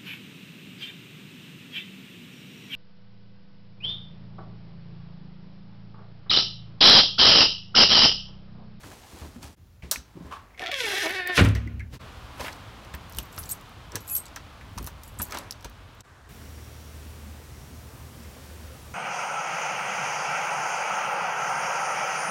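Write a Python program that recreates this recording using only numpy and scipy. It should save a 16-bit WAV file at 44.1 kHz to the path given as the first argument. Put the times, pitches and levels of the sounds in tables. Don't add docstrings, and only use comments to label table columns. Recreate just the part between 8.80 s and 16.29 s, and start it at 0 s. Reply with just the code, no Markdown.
import sys
import numpy as np
from scipy import signal
from scipy.fft import rfft, irfft, next_fast_len
from scipy.io import wavfile

SR = 44100
rng = np.random.default_rng(int(sys.argv[2]) if len(sys.argv) > 2 else 0)


def undo_db(level):
    steps = np.asarray(level, float) / 20
    return 10 ** steps


def waveform_to_disk(signal):
    frames = np.transpose(np.atleast_2d(signal))
    scaled = np.clip(frames, -1, 1) * 32767
    samples = np.round(scaled).astype(np.int16)
    wavfile.write(sys.argv[1], SR, samples)


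N = 330309
T = np.arange(N) / SR


def white(n=N):
    return rng.standard_normal(n)


def rms_one(x):
    return x / np.sqrt(np.mean(x ** 2) + 1e-20)


def band(x, low_hz, high_hz, order=2):
    edges_hz = [low_hz, min(high_hz, .45 * SR)]
    return signal.sosfilt(signal.butter(order, edges_hz, "band", fs=SR, output="sos"), x)


def drift(rate_hz):
    r = np.exp(-2 * np.pi * rate_hz / SR)
    return rms_one(signal.lfilter([1], [1, -2 * r, r * r], white(N + SR))[SR:])


def grains(per_s, spread_db):
    size = undo_db(spread_db * np.minimum(rng.exponential(1, N), 5)) * rng.choice([-1, 1], N)
    return size * (rng.random(N) < per_s / SR)


def coloured(x, spectrum):
    size = next_fast_len(N)
    hz = np.maximum(np.fft.rfftfreq(size, 1 / SR), 1)
    points_hz, points_db = np.transpose(spectrum)
    gain = undo_db(np.interp(np.log(hz), np.log(points_hz), points_db, left=-90))
    return rms_one(irfft(rfft(x, size) * gain, size)[:N])


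def resonate(x, peaks):
    out = 0
    for k, (hz, width_hz, db) in enumerate(peaks):
        r = np.exp(-np.pi * width_hz / SR)
        a = [1, -2 * r * np.cos(2 * np.pi * hz / SR), r * r]
        out = out + (-1) ** k * undo_db(db) * signal.lfilter([(1 - r * r) / 2, 0, (r * r - 1) / 2], a, x)
    return out


def decays(times_s, dbs, t60s, rise_s):
    out = np.zeros(N)
    for s, db, t60 in zip(times_s, dbs, t60s + np.array(0.012)):
        i = round(s * SR)
        t = T[:min(round(1.2 * t60 * SR), N - i)]
        out[i:i + len(t)] += undo_db(db - 60 * t / t60) * (1 - np.exp(-t / rise_s))
    return out


def stroke(peak_s, rise_s, fall_s, db):
    away = np.where(T < peak_s, (peak_s - T) / rise_s, (T - peak_s) / fall_s)
    return undo_db(db - 20 * np.minimum(away, 8))


def in_time(rows):
    s, *columns = np.transpose(rows)
    return [np.interp(T, s, c) for c in columns], (T >= s[0]) & (T <= s[-1])


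JOINS_S = [.757, 3.19, 7.228]


def in_take(values, s):
    return np.array(values)[np.searchsorted(JOINS_S, s)]


def ringing(rows, t60s):
    return [(*row, in_take(t60s, row[0])) for row in rows]


# (frequency [Hz], density [dB/Hz])
HALL_AIR = [(88, -28), (150, 4), (494, -1.5), (7320, -14), (7920, -21), (9630, -17), (16000, -15.5)]
STREET_AIR = [(88, -15), (150, -4), (259, -5), (291, -3.5), (321, -9), (1170, -5), (1900, -12.5),
              (3290, -13.5), (7620, -28), (16000, -35)]
GARAGE_AIR = [(88, -41), (150, -17.5), (226, -10), (1080, -7), (1690, -8), (2360, -17.5), (7040, -25.5),
              (16000, -38)]


def air():
    take = np.searchsorted(JOINS_S, T)
    places = [(HALL_AIR, -65.5, 0), (HALL_AIR, -65.5, 0), (STREET_AIR, -47.5, -1.5), (GARAGE_AIR, -55, 0)]
    out = 0
    for k, (spectrum, rms_db, db_per_s) in enumerate(places):
        level_db = rms_db + 0.25 * drift(2.2) + db_per_s * (T - T.mean())
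        out = out + (take == k) * undo_db(level_db) * coloured(white(), spectrum)
    return out


HAND_DB = [-54, -54, -49.5, -54]
# (peak time [s], rise [s], fall [s], level [dB])
SHUDDER = [
    (2.97, 0.21, 0.37, -38),
    (3, 0.1, 0.19, -55),
    (4, 0.99, 2.3, -54.5),
    (5.85, 0.52, 0.55, -57),
    (6.3, .5, 0.83, -54),
]
# (time [s], level [dB], pitch [Hz])
BUMPS = [(.042, -38, 101), (.06, -37, 286), (.33, -37.5, 81.6), (.345, -40.5, 333), (.455, -43, 364),
         (.415, -30, 76), (.56, -32.5, 237), (.64, -35.5, 73), (1.031, -31.5, 69), (1.033, -34.5, 171),
         (1.17, -36, 63.3), (1.352, -35, 169), (1.37, -33, 334), (1.408, -33, 177), (1.448, -35, 70),
         (2.862, -30.5, 300), (3.13, -29.5, 130), (3.599, -34, 70.0), (4.138, -27.5, 69),
         (4.371, -26.5, 59.5), (4.388, -38, 61), (4.577, -29.5, 84), (5.15, -27, 104), (5.965, -30, 94),
         (5.999, -25, 57), (6.07, -40, 70.5), (6.392, -24, 77), (6.849, -30.5, 50.6)]
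BUMP_T60_S = [0.27, 0.22, 0.16, .13]


def rumble():
    noise = rms_one(band(white(), 35.6, 107.8) * undo_db(1.2 * drift(29)))
    hand = undo_db(in_take(HAND_DB, T) + 1.4 * drift(2.5))
    out = noise * (hand + sum(stroke(*row) for row in SHUDDER))
    bumps = ringing(BUMPS, BUMP_T60_S)
    s, db, _, t60 = np.transpose(bumps)
    out += rms_one(band(white(), 101, 317)) * decays(s, db - 15, 1.54 * t60, rise_s=0.00076)
    for s, db, hz, t60 in bumps:
        swing = np.sin(2 * np.pi * hz * (T - s))
        out += swing * decays([s], [db - 2], [t60 * (70 / hz) ** 0.83], rise_s=0.0022)
    return out


# (frequency [Hz], density [dB/Hz])
RUB_COLOUR = [(120, -56), (200, 1.5), (735, -2.5), (1060, 1.5), (1180, -4), (1680, -5), (2510, -10.5),
              (15100, -31.5), (16000, -28)]
# (peak time [s], rise [s], fall [s], body level [dB], hiss over body [dB])
DRAGS = [
    (.08, 0.38, 0.3, -57, 3),
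    (.4, 0.39, 0.32, -52.5, 1),
    (0.633, 0.025, 0.13, -49.5, 2),
    (.05, 0.032, 0.046, -51.5, -9),
    (.12, 0.019, 0.082, -52.5, -12),
    (.33, 0.035, 0.065, -62, -10),
    (.43, 0.023, 0.068, -52, -18),
    (0.559, .02, 0.025, -52, -11),
]
# (peak time [s], rise [s], fall [s], body level [dB], hiss over body [dB])
STROKES = [(1.038, 0.016, 0.32, -58.5, -0.5), (1.47, 0.34, 0.16, -55, -6.5), (1.51, 0.062, 0.7, -54.5, -13),
           (3.142, 0.031, 0.054, -47, 0.5), (3.611, 0.038, 0.17, -37, -4.5),
           (5.151, 0.038, 0.015, -39.5, -16), (6.553, 0.11, 0.16, -37.5, -8.5)]


def rubbing():
    cloth_body = rms_one(band(grains(2500, spread_db=1.5), 95, 1120))
    cloth_hiss = rms_one(band(grains(4000, spread_db=2), 940, 6800, order=1))
    body = rms_one(band(coloured(grains(3000, spread_db=-2), RUB_COLOUR), 156, 2600))
    hiss = rms_one(band(coloured(grains(5600, spread_db=2.5), RUB_COLOUR), 3000, 16400))
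    coat = sum(stroke(*row) * (cloth_body + undo_db(hiss_db) * cloth_hiss) for *row, hiss_db in DRAGS)
    others = sum(stroke(*row) * (body + undo_db(hiss_db) * hiss) for *row, hiss_db in STROKES)
    return (T < JOINS_S[0]) * coat + others


# (time [s], level [dB])
PINS = [(.0333, -35), (.629, -25), (2.6395, -17), (2.648, -18), (2.6874, -17.5), (3.608, -19.5),
        (3.724, -27), (3.729, -26), (3.004, -43), (6.826, -30), (5.482, -32), (6.586, -16), (4.0482, -32.5),
        (4.3334, -31), (4.578, -22), (4.637, -20.5), (4.655, -30), (5.1196, -25), (5.2885, -29),
        (5.455, -24.5), (5.4644, -28), (5.9836, -16.5), (6.0804, -43), (6.5091, -25), (6.5221, -15),
        (6.5455, -18), (6.572, -13.5), (6.7232, -23), (6.8084, -29), (7.2064, -23)]
# (time [s], level [dB])
RING = [(2.473, -15.5), (3.579, -32), (3.763, -43), (6.326, -44), (6.897, -36), (7.149, -43), (4.1485, -24),
        (4.2961, -25.5), (4.3054, -37), (4.3236, -24), (4.348, -24), (4.362, -28), (4.37, -19),
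        (4.4573, -39), (4.5264, -30.5), (4.5446, -36), (4.5635, -27), (4.63, -26), (4.6914, -17.5),
        (4.7183, -12), (4.8113, -29), (4.893, -38), (5.373, -32), (6.0277, -25), (6.0432, -25),
        (6.0654, -20), (6.2342, -24)]
# (time [s], level [dB])
SNAGS = [(2.056, -19), (2.0894, -24), (2.138, -26), (2.1844, -24), (2.232, -25), (2.249, -25), (2.294, -25),
         (2.308, -27), (2.279, -24), (2.3251, -27)]
# (time [s], level [dB], pitch [Hz])
SNAPS = [(1.1122, -0.5, 8800), (1.1146, -10.5, 5500), (1.121, -13, 7000), (1.517, -58, 5520),
         (2.7506, -20, 4500), (4.1385, -24.5, 6380), (4.3854, -10, 9500), (5.1552, -6.5, 6800),
         (5.5603, -16.5, 4320), (5.9768, -21.5, 5330), (6.0721, -15.5, 11400), (6.4183, -17, 11600),
         (6.7088, -16, 6940), (6.8453, -18, 4480)]
SNAP_T60_S = [.21, 0.16, 0.094, .09]


def ticks():
    dull = PINS + [(s, db) for s, _, db in CATCHES] + [(s, db - 6) for s, db, *_ in LATCH]
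    thin = RING + [(s, max(rings_db) + 16.5) for s, *rings_db in JINGLE]
    small = [(*row, 4870, .025) for row in dull] + [(*row, 13200, .025) for row in thin]
    small += [(s, db + 2.5, 11000, .025) for s, db in SNAGS]
    s, db, pitch_hz, t60 = np.transpose(ringing(SNAPS, SNAP_T60_S) + small)
    out, noise, rattle = 0, white(), rms_one(grains(200, spread_db=2.5))
    bands_hz = [(3800, 5760), (5200, 6330), (6700, 8100), (8400, 10200), (10300, 11900), (12600, 15200)]
    for low, high in bands_hz:
        octaves_off = abs(np.log2(pitch_hz / np.sqrt(low * high)))
        colour_db = 2.5 * (t60 < .03) * white(len(s))
        level_db = db - 5.6 * octaves_off - 1.5 + colour_db
        cracks = np.zeros(N)
        np.add.at(cracks, (s * SR).astype(int), undo_db(level_db + 1))
        burst = decays(s, level_db - 17, 0.00044 + 0.038 * t60, rise_s=.0001)
        burst += decays(s, level_db - 30.5, t60 * (low / 7500) ** -.5, rise_s=0.0006)
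        after = rattle * decays(s, level_db - 29, .08 + 0 * s, rise_s=.002)
        out = out + rms_one(band(noise, low, high)) * burst + band(cracks + after + 1e-18, low, high)
    return out


# (time [s], level [dB], pitch [Hz])
KNOCKS = [(.035, -42, 1410), (.116, -41, 755), (.232, -40.5, 870), (.414, -41, 920), (.629, -38, 830),
          (1.022, -43, 2080), (1.115, -31, 1300), (1.113, -40, 654), (1.512, -36.5, 1040),
          (1.523, -37.5, 1050), (1.559, -51, 1090), (1.699, -58, 1070)]
# (time [s], level [dB], pitch [Hz])
LOCK_KNOCKS = [(3.596, -26, 480), (3.609, -33, 930), (3.64, -31, 520), (3.647, -27.5, 1750),
               (3.662, -27, 1700), (3.681, -26, 1750), (4.141, -29.5, 1700), (4.385, -28.5, 2930),
               (4.578, -29, 1280), (5.1558, -27.5, 1520), (5.163, -30, 452), (5.5633, -28, 1440),
               (5.977, -26.5, 1010), (6.0728, -32, 1220), (6.3978, -27, 1240), (6.408, -29, 600),
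               (6.5227, -25, 1420), (6.547, -25, 1030), (6.5702, -27, 1140), (6.8448, -30.5, 1040),
               (6.853, -34.5, 450), (5.81, -38.5, 1790)]
# (time [s], level [dB], pitch [Hz], t60 [s])
LATCH = [(1.1585, -21, 2110, 0.011), (1.705, -53, 2050, .2), (1.745, -47, 2100, .15),
         (1.7765, -41, 2030, 0.18), (1.515, -35, 1130, 0.36), (2.751, -27.5, 1930, 0.093),
         (2.874, -31.5, 2060, 0.037), (2.995, -28.5, 2130, .1), (3.003, -38, 1660, 0.15)]
KNOCK_T60_S = [0.094, 0.22, 0.057, .06]
# (frequency [Hz], width [Hz], level [dB])
LOCK_CASE = [(660, 300, 12), (973, 153, 18.5), (1700, 76, 15.5), (2080, 54, 11), (2680, 1150, 10.5)]


def knocks():
    case_width, latch_width = 0.51, 0.14
    case = ringing(KNOCKS + LOCK_KNOCKS, KNOCK_T60_S)
    s, db, _, t60 = np.transpose(case)
    out = rms_one(resonate(white(), LOCK_CASE)) * decays(s, db - 10.5, 1.05 * t60, rise_s=0.0001)
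    noise, n = white(), SR // 4
    for s, db, hz, t60, width in [(*row, case_width) for row in case] + [(*row, latch_width) for row in LATCH]:
        i = round(s * SR)
        peak = [(hz, width * hz, 0)]
        tone = rms_one(resonate(resonate(noise[i:i + n], peak), peak))
        out[i:i + n] += tone * decays([0], [db - 7], [t60], rise_s=0.00038)[:n]
    return out


# (time [s], level [dB], pitch [Hz], t60 [s])
PINGS = [(1.1122, -14.5, 8540, 0.009), (1.1169, -28, 625, 0.028), (1.159, -25, 2500, .01),
         (1.1593, -27, 1810, 0.011), (6.7088, -19.5, 5340, 0.0047), (6.7093, -32, 10900, 0.019),
         (6.7234, -26.5, 5000, 0.0055), (4.3858, -30.5, 2950, 0.027), (4.386, -19.5, 9500, .008),
         (4.3862, -20, 14500, .008), (4.711, -20, 14000, .006), (4.452, -50, 13600, .06),
         (4.578, -35, 4300, .015), (4.636, -38, 5100, 0.013), (4.1412, -33, 1700, 0.024),
         (5.364, -24, 13800, .01), (5.3735, -30, 14600, .006), (5.383, -30, 13800, .008)]


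def pings():
    out, t = np.zeros(N), T[:SR // 20]
    for s, db, hz, t60 in PINGS:
        out[round(s * SR):][:len(t)] += undo_db(db - 60 * t / t60) * np.sin(2 * np.pi * hz * t)
    return out


def flexing(x, peaks, upper_db=0):
    out = 0
    for k, peak in enumerate(peaks):
        level_db = 1.8 * drift(14) + (peak[0] > 2700) * upper_db
        out = out + (-1) ** k * resonate(x, [peak]) * undo_db(level_db)
    return out


# (time [s], slip rate [Hz], sweep speed [dB], roughness [0-1])
SEAL = [(1.77, 796.2, -11, 0.73), (1.91, 745, -25, 0.32), (1.925, 575, -10, 0.15), (2.01, 514.7, 5, 0.19),
        (2.05, 467, -1.5, 0.4), (2.075, 395.2, 0.5, 0.41), (2.225, 373.2, 1.5, .45),
        (2.24, 310.2, 3.5, 0.4), (2.29, 314.9, -6, 0.45)]
# (time [s], slip rate [Hz], sweep speed [dB], roughness [0-1])
CLOSING = [(2.31, 385.6, -11, .5), (2.361, 384.4, -4, .25), (2.45, 370, -21.5, 0.26),
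           (2.529, 373.5, -9.5, 0.23), (2.576, 358.5, 11, 0.37)]
# (time [s], slip rate [Hz], level over first [dB])
SECOND = [(1.77, 720, -28), (1.86, 700, 3), (1.91, 690, -7), (1.99, 479, -11), (2.13, 440, -7.5),
          (2.28, 397.3, -10), (2.34, 364, -15), (2.576, 354, -13)]
# (frequency [Hz], density [dB/Hz])
SEAL_HISS = [(590, -28), (1000, -11), (1500, 1), (2100, 1.5), (3620, -0.5), (4170, -5), (8160, -23),
             (11300, -30.5), (16000, -35)]
# (frequency [Hz], width [Hz], level [dB])
SEAL_BANDS = [(5830, 210, -8), (7050, 150, -7), (8900, 300, -3), (9660, 280, 10), (11440, 500, 8.5),
              (13500, 600, 2)]
# (frequency [Hz], width [Hz], level [dB])
LEAF = [(1520, 69, -1), (1616, 56, -1.5), (1805, 33, 8), (1945, 71, -1), (2260, 126, -0.5),
        (2597, 83, -3.5), (2950, 110, -6), (3160, 71, -10), (3680, 200, -3.5), (3900, 110, -7),
        (4430, 260, -2), (5140, 180, -7)]


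def seal():
    (hz, speed_db, rough), on = in_time(SEAL + CLOSING)
    onset = np.clip((T - SEAL[0][0]) / 0.059, 0, 1)
    rough = np.clip(rough, .05, 1)
    light_hz = 710
    grip_db = -7.5 / (1 + (light_hz / hz) ** 12)
    throb = (T > CLOSING[0][0]) * np.cos(2 * np.pi * 7.74 * (T - 2.375))
    squeal_db = -36 + 0.067 * speed_db + 0.38 * grip_db + 4.5 * throb
    leaf_db = -31 + 0.039 * speed_db + grip_db + 0.4 * 4.5 * throb
    hiss_db = -33 + speed_db
    hz = hz * (1 + 0.012 * throb)

    (other_hz, other_db), _ = in_time(SECOND)
    other_phase = np.cumsum(other_hz * (1 + 0.016 * drift(20) + .01 * drift(200))) / SR
    other = np.diff(np.floor(other_phase), prepend=0) * undo_db(other_db + 2.5 * drift(30))

    skips = .12 * np.tanh(3 * drift(9))
    phase = np.cumsum(hz * (1 + rough * (.05 * drift(18) + .05 * drift(200) - skips))) / SR
    slips = np.diff(np.floor(phase), prepend=0) * undo_db(rough * (3 * drift(25) + 4 * drift(300)))
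    gated = white() * (2 + np.exp(-3 * (phase % 1))) * undo_db(2 * drift(59))
    source = rms_one((slips + other) * np.sqrt(400 / hz)) + rough ** 1.6 * rms_one(gated)
    bright = coloured(source + (.08 + .45 * rough) * gated, SEAL_HISS)

    squeal = band(source + .6 * rough * rms_one(gated), 286, 873) * undo_db(3 * drift(23.4))
    squeal += 0.28 * (hz / 520) ** 2 * band(source, 800, 1260) * undo_db(3 * drift(22))
    leaf_gain = 5.4 / (1 + 0.6 * (hz / light_hz) ** 6)
    leaf = band(0.35 * bright + leaf_gain * flexing(bright, LEAF, 0.13 * speed_db), 1150, 5300)
    hiss = band(bright + flexing(bright, SEAL_BANDS), 4560, 20000) * undo_db(1.2 * drift(90))
    layers = [(squeal, squeal_db), (leaf, leaf_db), (hiss, hiss_db)]
    return on * onset * sum(undo_db(db) * x / np.std(x[on]) for x, db in layers)


def hallway(x):
    t = T[:SR // 2]
    tail = white(len(t)) * undo_db(-60 * t / 0.94) * (t > .006)
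    tail = signal.lfilter([.45], [1, -.55], tail)
    return signal.fftconvolve(x, tail / np.sqrt(np.sum(tail ** 2)))[:N]


# (time [s], knock level [dB], tick level [dB])
CATCHES = [(1.777, -46, -62), (1.7949, -29, -32), (1.819, -31, -35), (1.8388, -30, -46),
           (1.862, -24.5, -23.5), (1.8705, -25, -43), (1.879, -28.5, -32), (1.887, -33, -46),
           (1.916, -22, -18), (1.9198, -25, -40), (1.9422, -20, -22), (2.0047, -24, -26)]
# (frequency [Hz], width [Hz], level [dB])
STRIP = [(2330, 260, -1.5), (3320, 270, 3.5), (4150, 270, -12), (5180, 270, -13), (6400, 340, -20)]


def catches():
    s, db, _ = np.transpose(CATCHES)
    clicks = np.zeros((len(STRIP) + 1, N)) + 1e-18
    luck_db = 3 * rng.standard_normal((len(clicks), len(s)))
    clicks[:, (s * SR).astype(int)] = undo_db(db + 25.5 + luck_db)
    peak = [(2480, 1400, 0)]
    knock = resonate(resonate(clicks[-1], peak), peak)
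    strip = sum(resonate(c, [mode]) for c, mode in zip(clicks, STRIP))
    out = band(undo_db(-1.5) * knock + undo_db(1) * strip, 1730, 5900)
    return out + undo_db(-4.5) * hallway(out)


# (time [s], low push [dB], mid crash [dB], high crash [dB])
SLAM = [(2.568, -42, -5, -39), (2.577, -14, 5, -41), (2.591, -3.5, -3, -21), (2.61, 1.5, -34, -20),
        (2.6211, 3, -44, -33), (2.6471, -3, -9, -20), (2.657, -16, -21, -32), (2.6769, -5, -42, -33),
        (2.692, -20, -22, -37), (2.708, -14, -43, -40), (2.757, -15, -21, -53)]
# (frequency [Hz], level [dB], t60 [s])
DOOR_MODES = [(66.75, -3, 0.93), (104, -0.5, 0.53), (163, -14, 0.54), (235, -7.5, 0.95), (270, -6, 0.48),
              (376, -12, .25), (455, -3, 0.26), (561, -8, 0.25)]


def slam():
    s, low_db, mid_db, high_db = np.transpose(SLAM)
    pushes = np.zeros(N)
    pushes[(s * SR).astype(int)] = -undo_db(low_db)
    soft = np.exp(-2 * np.pi * 150 / SR)
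    pushes = signal.lfilter([(1 - soft) ** 2], [1, -2 * soft, soft ** 2], pushes + 1e-18)
    out = 70 * band(pushes, 52, 374)
    for hz, db, t60 in DOOR_MODES:
        r, w = undo_db(-60 / (t60 * SR)), 2 * np.pi * hz / SR
        mode = signal.lfilter([0, np.sin(w)], [1, -2 * r * np.cos(w), r * r], pushes)
        out += undo_db(db - 17.5) * mode * undo_db(4.05 * drift(7.5))
    noise = white()
    out += rms_one(band(noise, 200, 700)) * decays(s, mid_db - 18.5, 0.16 + 0 * s, rise_s=0.0078)
    out += rms_one(band(noise, 530, 2560)) * decays(s, mid_db - 19, 0.15 + 0 * s, rise_s=0.00059)
    return out + rms_one(band(noise, 3300, 9200)) * decays(s, high_db - 14, 0.046 + 0 * s, rise_s=0.0011)


# (peak time [s], rise [s], fall [s], level [dB])
CHATTER = [(4.3, 0.044, 0.21, -68), (4.6, 0.11, 0.16, -49.5), (4.71, 0.043, 0.073, -46),
           (5.3, 0.061, 0.073, -46), (5.375, 0.028, .06, -48), (6.05, 0.22, 0.11, -55),
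           (6.27, 0.091, 0.1, -60), (6.43, 0.068, 0.082, -45.5), (6.57, .08, .06, -62),
           (3.66, .12, 0.079, -50)]


def chatter():
    clicks, dealt = grains(3500, spread_db=4) + 1e-18, rng.integers(0, 10, N)
    rings = 0
    for k, hz in enumerate(np.geomspace(4500, 15500, 10)):
        rings = rings + resonate(clicks * (dealt == k) + 1e-18, [(hz, .06 * hz, 0)])
    return rms_one(rings) * sum(stroke(*row) for row in CHATTER)


# (time [s], small key [dB], long key [dB], broad key [dB], thin key [dB])
JINGLE = [(4.376, -55, -70, -70, -62), (4.4, -54, -70, -70, -66), (4.428, -49, -60, -73, -64),
          (4.438, -72, -72, -73, -63), (4.527, -64, -72, -66, -62), (4.546, -67, -79, -82, -71),
          (4.584, -42, -45, -59, -57), (4.589, -42, -40.5, -65, -56), (4.6194, -52, -63, -68, -68),
          (4.657, -56, -56, -61, -54), (4.692, -45, -53, -55, -48), (4.7, -41, -50, -52, -45),
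          (4.7133, -37, -41, -33.5, -56), (4.7215, -39, -41, -39, -43), (4.7344, -54, -59, -63, -62),
          (5.205, -49, -62, -68, -60), (5.277, -45, -56, -49, -52), (5.289, -48, -49, -53, -59),
          (5.297, -38, -45, -47, -45), (5.3517, -28.5, -46, -36, -50), (5.364, -25.5, -43, -33, -40.5),
          (5.382, -45, -46, -36.5, -55), (5.403, -51, -66, -46, -63), (5.455, -58, -64, -65, -54),
          (6.236, -54, -63, -70, -59), (6.262, -70, -68, -67, -69), (6.277, -58, -56, -70, -58),
          (6.388, -51, -46, -42, -49), (6.4174, -34.5, -38, -44, -42), (6.4275, -34, -54, -50, -50),
          (6.44, -49, -58, -58, -59), (6.5, -58, -65, -69, -68), (6.585, -59, -57, -60, -52)]
# (time [s], small key [dB], long key [dB], broad key [dB], thin key [dB])
SLIDES = [(5.305, -25.5, -38, -47, -53), (5.312, -31, -32, -47, -48), (5.325, -30, -33, -52, -42),
          (5.338, -27, -50, -56, -52)]
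# (frequency [Hz], level [dB], t60 [s])
KEY_MODES = [
    [(11685, 0, .22), (11716, -15, .15), (11900, -18, .1), (13800, -26, .06)],
    [(10750, 0, .17), (10790, -12, .1), (12300, -16, .05)],
    [(8275, 0, .16), (8320, -9, .15), (8800, -14, .08), (9400, -20, .05)],
    [(7670, 0, .15), (6890, -3, .13), (7900, -12, .06)],
]
# (time [s], level [dB], held [s])
TAG = [
    (5.2975, -48, 0.031),
    (5.3525, -51, 0.012),
]


def keys():
    touches = sorted([(*row, 0.00055) for row in JINGLE] + [(*row, 0.0045) for row in SLIDES])
    following = touches[1:] + [(N / SR, 1)]
    chance = rng.standard_normal((len(touches), 12))
    out, t = np.zeros((len(KEY_MODES), N)), T[:SR // 4]
    for (s, *key_db, rise_s), (stop_s, *_, handover_s), luck in zip(touches, following, chance):
        i = round(s * SR)
        held = 1 - np.exp(-t / rise_s)
        held *= np.exp(-np.maximum(t + s - stop_s, 0) / max(handover_s, .001))
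        held *= 1 + 0.42 * np.exp(-t / 0.0039) * (rise_s < .002)
        for k, (level_db, modes) in enumerate(zip(key_db, KEY_MODES)):
            for m, (hz, db, t60) in enumerate(modes):
                mode_db = 4.5 + level_db + db + 2 * m * luck[4 + k + m]
                tone = np.sin(2 * np.pi * hz * (t + i / SR))
                out[k, i:i + len(t)] += undo_db(mode_db - 90 * t / t60) * held * tone
    tag = 0
    for s, db, held_s in TAG:
        fall = undo_db(db - 100 * (T - s) * (T > s)) * (T > s)
        tag = tag + fall * np.exp(-np.maximum(T - s - held_s, 0) / .003)
    swing = sum(ring * undo_db(1.5 * drift(30) + 2 * drift(110)) for ring in out)
    return swing + tag * np.sin(2 * np.pi * 2550 * T)


def scene():
    door = slam()
    mix = door + undo_db(-23.5) * hallway(band(door, 410, 12000))
    mix += air() + rumble() + rubbing() + ticks() + knocks() + pings()
    mix += seal() + catches() + chatter() + keys()
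    fades = np.prod([np.clip(abs(T - s) / .022, .03, 1) for s in JOINS_S], axis=0)
    return (mix * fades)[None]


def top_cut(x):
    return signal.sosfilt(signal.butter(12, 17000, fs=SR, output="sos"), x)


def record(dry):
    rounded = np.tanh(signal.sosfilt(signal.butter(2, 36, "high", fs=SR, output="sos"), dry))
    mix = signal.sosfilt(signal.cheby2(16, 90, 17000, fs=SR, output="sos"), rounded)
    return top_cut(mix)


dry = scene()
out = record(dry)
waveform_to_disk(out)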